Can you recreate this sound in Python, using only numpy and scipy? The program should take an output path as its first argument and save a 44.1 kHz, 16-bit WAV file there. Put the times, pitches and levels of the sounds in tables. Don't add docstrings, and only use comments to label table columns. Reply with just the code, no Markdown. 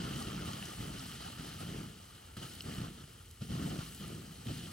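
import sys
import numpy as np
from scipy import signal
from scipy.fft import rfft, irfft, next_fast_len
from scipy.io import wavfile
from scipy.ndimage import uniform_filter1d

SR = 44100
rng = np.random.default_rng(int(sys.argv[2]) if len(sys.argv) > 2 else 0)


def generate_wav(signal):
    frames = np.transpose(np.atleast_2d(signal))
    scaled = np.clip(frames, -1, 1) * 32767
    pcm = np.round(scaled).astype(np.int16)
    wavfile.write(sys.argv[1], SR, pcm)


N = 208152

# start t/s, hold/s, release/s,
# thud level/dB, splatter level/dB, sizzle level/dB of the coals they hit
GUSH_TABLE = [(-0.1, 0.3, 0.086, -41.5, -49, -54), (0.242, 0.24, 0.035, -42.5, -50.5, -58),
              (0.45, 0.25, 0.14, -49, -52.5, -55), (0.77, 0.096, 0.18, -44, -53.5, -58.5),
              (0.922, 0.22, 0.11, -52, -56, -54.5), (1.187, 0.066, 0.15, -49.5, -51.5, -55.5),
              (1.37, 0.092, 0.1, -49, -54, -56.5), (1.458, 0.11, 0.066, -53, -56.5, -58),
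              (1.588, 0.031, 0.081, -43.5, -51.5, -57), (1.668, .14, 0.098, -43.5, -53.5, -62.5),
              (1.92, 0.37, 0.17, -66.5, -63.5, -69.5), (2.363, 0.019, 0.03, -45, -56, -56.5),
              (2.407, 0.025, 0.057, -48, -50, -55), (2.494, .1, 0.061, -55.5, -71.5, -59),
              (2.635, 0.098, 0.041, -43.5, -53, -59), (2.746, 0.11, 0.06, -43.5, -53.5, -61.5),
              (2.967, 0.057, .018, -59.5, -61.5, -72), (3.05, .17, .03, -85, -68, -75),
              (3.405, 0.031, 0.011, -41.5, -58.5, -57.5), (3.482, 0.29, 0.029, -39, -54, -55.5),
              (3.783, 0.029, .04, -60, -52, -57), (3.993, 0.043, 0.077, -45, -53.5, -59),
              (4.076, 0.089, 0.074, -44.5, -60.5, -62), (4.185, 0.39, .03, -56, -64.5, -62.5),
              (4.454, 0.059, 0.03, -39.5, -53, -56.5), (4.53, 0.14, .12, -50, -59, -57.5)]
# f/Hz, relative level/dB
SPLATTER_SPECTRUM = [(150, -18), (400, -0.5), (700, 0.5), (1200, -1), (1500, -2.5), (2300, -4.5),
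                     (3100, -1), (4000, -6.5), (6000, -9), (12000, -26)]
# f/Hz, relative level/dB
STEAM_SPECTRUM = [(600, -11), (1500, -3), (3000, 0), (6000, -5.5), (7500, -2.5), (9500, -0.5),
                  (11200, -2.5), (12600, -7.5), (15800, -6)]


def amp(db):
    return 10 ** (np.asarray(db) / 20)


def unit(x):
    return x / np.sqrt(np.mean(x.mean(0) ** 2) + 1e-20)


def along(points, hz):
    f, v = np.transpose(points)
    return np.interp(np.log(hz + 1), np.log(f + 1), v)


def filtered(x, response):
    length = next_fast_len(N + 8192)
    hz = np.fft.rfftfreq(length, 1 / SR)
    return irfft(rfft(x, length) * response(hz), length)[..., :N]


def coloured(x, spectrum):
    return unit(filtered(x, lambda hz: amp(along(spectrum, hz))))


def white():
    return rng.standard_normal((2, N))


def grains(start, hz, cycles, size, pan, order):
    k = np.arange(order)
    turns = hz[:, None] * k / SR
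    age = 2 * turns / cycles
    wave = size[:, None] * np.sin(2 * np.pi * turns) * age * np.exp(1 - age)
    at = ((start * SR).astype(int)[:, None] + k).ravel()
    channels = []
    for side in (-1, 1):
        weights = (wave * (1 + side * pan[:, None])).ravel()
        channels.append(np.bincount(at, weights, N)[:N])
    return np.array(channels)


def shower(rate, hz, octaves, scatter_db, spread):
    count = int(rate * N / SR)
    jitter, pitch, size, pan = rng.standard_normal((count, 4)).T
    start = ((np.arange(count) + jitter) / rate) % (N / SR)
    hz = np.clip(hz * 2 ** (octaves * pitch), 30, SR / 2)
    size = amp(scatter_db * np.clip(size, -2.5, 2.5))
    return start, hz, size, spread * pan


def bursts(start, size, decay):
    energy = np.bincount((start * SR).astype(int), size ** 2, N)[:N]
    return np.sqrt(signal.lfilter([1], [1, -np.exp(-2 / (decay * SR))], energy))


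def patchy(x, depth_db, size):
    z = signal.stft(x, nperseg=256)[2]
    field = rng.standard_normal(z.shape[1:])
    field = uniform_filter1d(field, size, axis=0)
    field = uniform_filter1d(field, size=12, axis=1)
    flickering = z * amp(depth_db * field / field.std())
    return unit(signal.istft(flickering, nperseg=256)[1][:, :N])


def together(*levels_db):
    return 10 * np.log10(sum(amp(db) ** 2 for db in levels_db))


def gushing(levels_db, attack, release, tail_db, tail_s):
    start, hold = np.transpose(GUSH_TABLE)[:2, :, None]
    t = np.arange(0, N, 32) / SR
    after = np.maximum(t - start - hold, 0)
    rise = 1 - np.exp(-np.maximum(t - start, 0) / attack)
    drop = np.exp(-after / np.reshape(release, (-1, 1)))
    tail = amp(tail_db) * np.exp(-after / tail_s)
    level = np.linalg.norm(amp(levels_db)[:, None] * rise * np.maximum(drop, tail), axis=0)
    return 20 * np.log10(np.interp(np.arange(N) / SR, t, level) + 1e-9)


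def pour():
    # middle t/s, half length/s (where it is 4 dB down), level/dB before the steam trim
    jet_table = [(0.036, .06, -69), (0.216, .04, -58), (0.485, .04, -61), (0.695, 0.11, -64.5),
                 (0.816, 0.1, -60.5), (1.093, 0.03, -60), (1.61, 0.022, -58.5), (1.78, 0.081, -67),
                 (2.47, 0.046, -61.5), (2.74, .04, -59), (3.687, 0.036, -60), (3.92, 0.16, -61.5),
                 (4.58, 0.12, -63.5)]
    dribble = dict(tail_db=-7.5, tail_s=0.18)
    simmer = dict(tail_db=-10.5, tail_s=0.7)
    bed_boil_db, bed_steam_db = -72.5, -67
    steam_over_boil_db = -6

    _, _, release, thud, splatter, sizzle = np.transpose(GUSH_TABLE)
    thud_db = gushing(thud, 0.011, release, **dribble)
    splatter_db = gushing(splatter, 0.011, release, **dribble)
    boil_db = gushing(sizzle, attack=0.0088, release=0.15, **simmer)
    hiss_db = gushing(sizzle + steam_over_boil_db, attack=0.021, release=0.21, **simmer)
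    t = np.arange(N) / SR
    jets = [db - 4 * ((t - middle) / half) ** 2 for middle, half, db in jet_table]
    return thud_db, splatter_db, together(boil_db, bed_boil_db), together(hiss_db, bed_steam_db, *jets)


def stream(thud_db, splatter_db):
    # f/Hz, relative level/dB
    ash_spectrum = [(20, -45), (45, -4.5), (90, -8), (155, -1.5), (230, -4), (400, -7), (520, -11),
                    (720, -10.5), (1000, -45), (1500, -35), (4000, -70)]
    start, hz, size, pan = shower(rate=400, hz=211.8, octaves=0.74, scatter_db=1.0, spread=1.0)
    push_or_pull = rng.choice([-1, 1], len(size))
    thuds = coloured(grains(start, hz, 0.75, size * push_or_pull, pan, order=1400), ash_spectrum)
    spray = coloured(white() * bursts(start, size, decay=0.0065), SPLATTER_SPECTRUM)
    start, hz, size, pan = shower(rate=800, hz=2010, octaves=0.601, scatter_db=4.0, spread=0.85)
    bubbles = coloured(grains(start, hz, 9.0, size, pan, order=700), SPLATTER_SPECTRUM)
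    splatter = patchy(spray + amp(-5.5) * bubbles, depth_db=1.17, size=5)
    return amp(thud_db + 0.5) * thuds + amp(splatter_db - 2.5) * splatter


def slugs():
    # t/s, level/dB before the trims of push and spray
    slug_table = [(0.804, -23.5), (1.394, -26), (1.689, -31), (1.785, -35), (2.369, -26), (2.783, -21),
                  (2.815, -22), (2.839, -30), (3.038, -31), (3.419, -22), (3.5, -33), (3.625, -18),
                  (3.789, -19), (4.484, -24), (4.498, -28)]
    start, db = np.transpose(slug_table)
    pitch = np.full(len(db), 138)
    pushes = grains(start, pitch, 0.48, amp(db - 8), np.zeros(len(db)), order=2000)
    pushes = signal.lfilter(*signal.butter(2, 60, "highpass", fs=SR), pushes)
    spray = coloured(white(), SPLATTER_SPECTRUM) * bursts(start, amp(db - 31.5), decay=0.0075)
    return pushes + spray


def boiling(boil_db):
    # f/Hz, relative level/dB
    boil_spectrum = [(800, -20), (2000, -2.5), (3000, -3), (4300, 0), (5300, -1.5), (6300, -5),
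                     (7500, -9.5), (12000, -38)]
    start, hz, size, pan = shower(rate=1300, hz=4340, octaves=0.432, scatter_db=1.0, spread=1.0)
    pops = coloured(grains(start, hz, 6.9, size, pan, order=400), boil_spectrum)
    fizz = coloured(white() * bursts(start, size, decay=0.0047), boil_spectrum)
    mixed = patchy(pops + amp(4.0) * fizz, depth_db=1.5, size=7)
    return amp(boil_db - 3.5) * mixed * amp([[0.5], [-0.5]])


def steam(steam_db):
    start, hz, size, pan = shower(rate=310, hz=7000, octaves=0.5, scatter_db=1.5, spread=0.8)
    hiss = coloured(white() * bursts(start, size, decay=0.022), STEAM_SPECTRUM)
    start, hz, size, pan = shower(rate=2400, hz=7980, octaves=0.35, scatter_db=2.5, spread=0.4)
    ticks = coloured(grains(start, hz, 2.3, size, pan, order=200), STEAM_SPECTRUM)
    mixed = patchy(hiss + amp(-9) * ticks, depth_db=1.17, size=10)
    lean_db = 1.27
    return amp(steam_db + 2.5) * mixed * amp([[lean_db], [-lean_db]])


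def flashes():
    # t/s, level/dB, decay/s
    flash_table = [(2.3672, -50.5, 0.014), (3.41, -62, 0.021), (4.4696, -56, 0.0037)]
    puffs = sum(bursts(np.array([s]), amp([db]), decay) for s, db, decay in flash_table)
    hiss = coloured(white(), STEAM_SPECTRUM)
    splash = coloured(white(), SPLATTER_SPECTRUM)
    return puffs * unit(hiss + amp(0.5) * splash)


def cracks():
    # t/s, peak level/dB before panning, middle f/Hz, width/octaves
    crack_table = [(0.178, -41.5, 7800, 0.21), (0.2029, -41, 7600, 0.36), (0.2243, -39.5, 5000, 0.44),
                   (0.5335, -35, 4070, 1.3), (0.626, -36.5, 2080, 0.62), (0.655, -36.5, 6600, 0.68),
                   (0.995, -39.5, 4730, 0.38), (2.552, -41, 9300, 1.7), (2.6062, -38.5, 3030, 0.36),
                   (2.6068, -37, 4700, 0.38), (2.621, -42, 7000, 1.7), (3.3117, -45, 8200, 0.96),
                   (3.9482, -41, 9000, 0.6), (4.0794, -45, 10600, 0.17), (4.469, -43, 3130, 0.6)]
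    out = np.zeros((2, N + SR))
    t = np.arange(SR // 40) / SR
    for s, db, hz, octaves in crack_table:
        edges = np.clip(hz * 2 ** (octaves * np.array([-0.5, 0.5])), 100, SR / 2.1)
        burst = rng.standard_normal(len(t)) * np.exp(-t / 0.0016)
        spit = signal.lfilter(*signal.butter(2, edges, "bandpass", fs=SR), burst)
        spit = amp(db) * spit / np.abs(spit).max()
        pan = np.clip(rng.normal(0.1, 0.63), -1, 1)
        first = round(s * SR)
        out[:, first:first + len(t)] += spit * [[1 + pan], [1 - pan]]
    return out[:, :N]


def spits(boil_db):
    start, hz, size, pan = shower(rate=25, hz=4800, octaves=0.416, scatter_db=3.5, spread=0.35)
    return amp(boil_db + 6.5) * grains(start, hz, 2.1, size, pan, order=500)


def outdoor_air():
    # f/Hz, relative level/dB
    rumble_spectrum = [(20, -49), (45, -0.5), (90, 6.5), (140, -7), (230, -13), (450, -13), (600, -26),
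                       (1000, -21), (1500, -33), (8000, -47)]
    return amp(-58.0) * coloured(white(), rumble_spectrum)


def scene():
    thud_db, splatter_db, boil_db, steam_db = pour()
    water = stream(thud_db, splatter_db) + slugs()
    embers = boiling(boil_db) + steam(steam_db) + flashes() + cracks() + spits(boil_db)
    return water + embers + outdoor_air()


def record(dry):
    # centre f/Hz, width/Hz, level/dB
    housing_table = [(980, 106, -5.5), (1239, 70, 6), (1390, 107, 6.5), (1803, 227, 2.5), (3014, 274, 7),
                     (4210, 140, 3.5), (4956, 77, 5), (6000, 180, 3.5), (7910, 150, 4), (10880, 150, 3)]
    # f/Hz, level/dB
    difference_table = [(60, -26), (78, -20), (100, -24), (130, -20), (170, -19), (220, -12), (290, -13),
                        (380, -10), (490, -6.5), (640, 3.5), (830, 11), (1080, 8.5), (1410, -19),
                        (1830, -10), (2380, -7.5), (3100, -6.5), (4030, -2.5), (5240, -5), (6820, -2.5),
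                        (8870, -3), (11500, 3.5), (15000, -4)]
    # f/Hz, share (0 to 1)
    lead_table = [(60, 0.44), (250, 0.56), (900, 0.76), (1400, 0.46), (3000, 0.4), (8000, .25),
                  (12000, 0.061)]
    top_hz = 15830

    def housing(hz):
        return amp(sum(db * np.exp(-((hz - centre) / width) ** 2) for centre, width, db in housing_table))

    def lead(hz):
        return np.clip(along(lead_table, hz), 0, 1)

    left, right = filtered(dry, housing)
    mid = (left + right) / 2
    early = filtered(mid, lambda hz: 1j * np.sqrt(lead(hz)))
    spread = filtered((left - right) / 2, lambda hz: np.sqrt(1 - lead(hz)))
    side = filtered(early + spread, lambda hz: amp(along(difference_table, hz)))
    return filtered(np.array([mid + side, mid - side]), lambda hz: hz < top_hz)


dry = scene()
out = record(dry)
generate_wav(out)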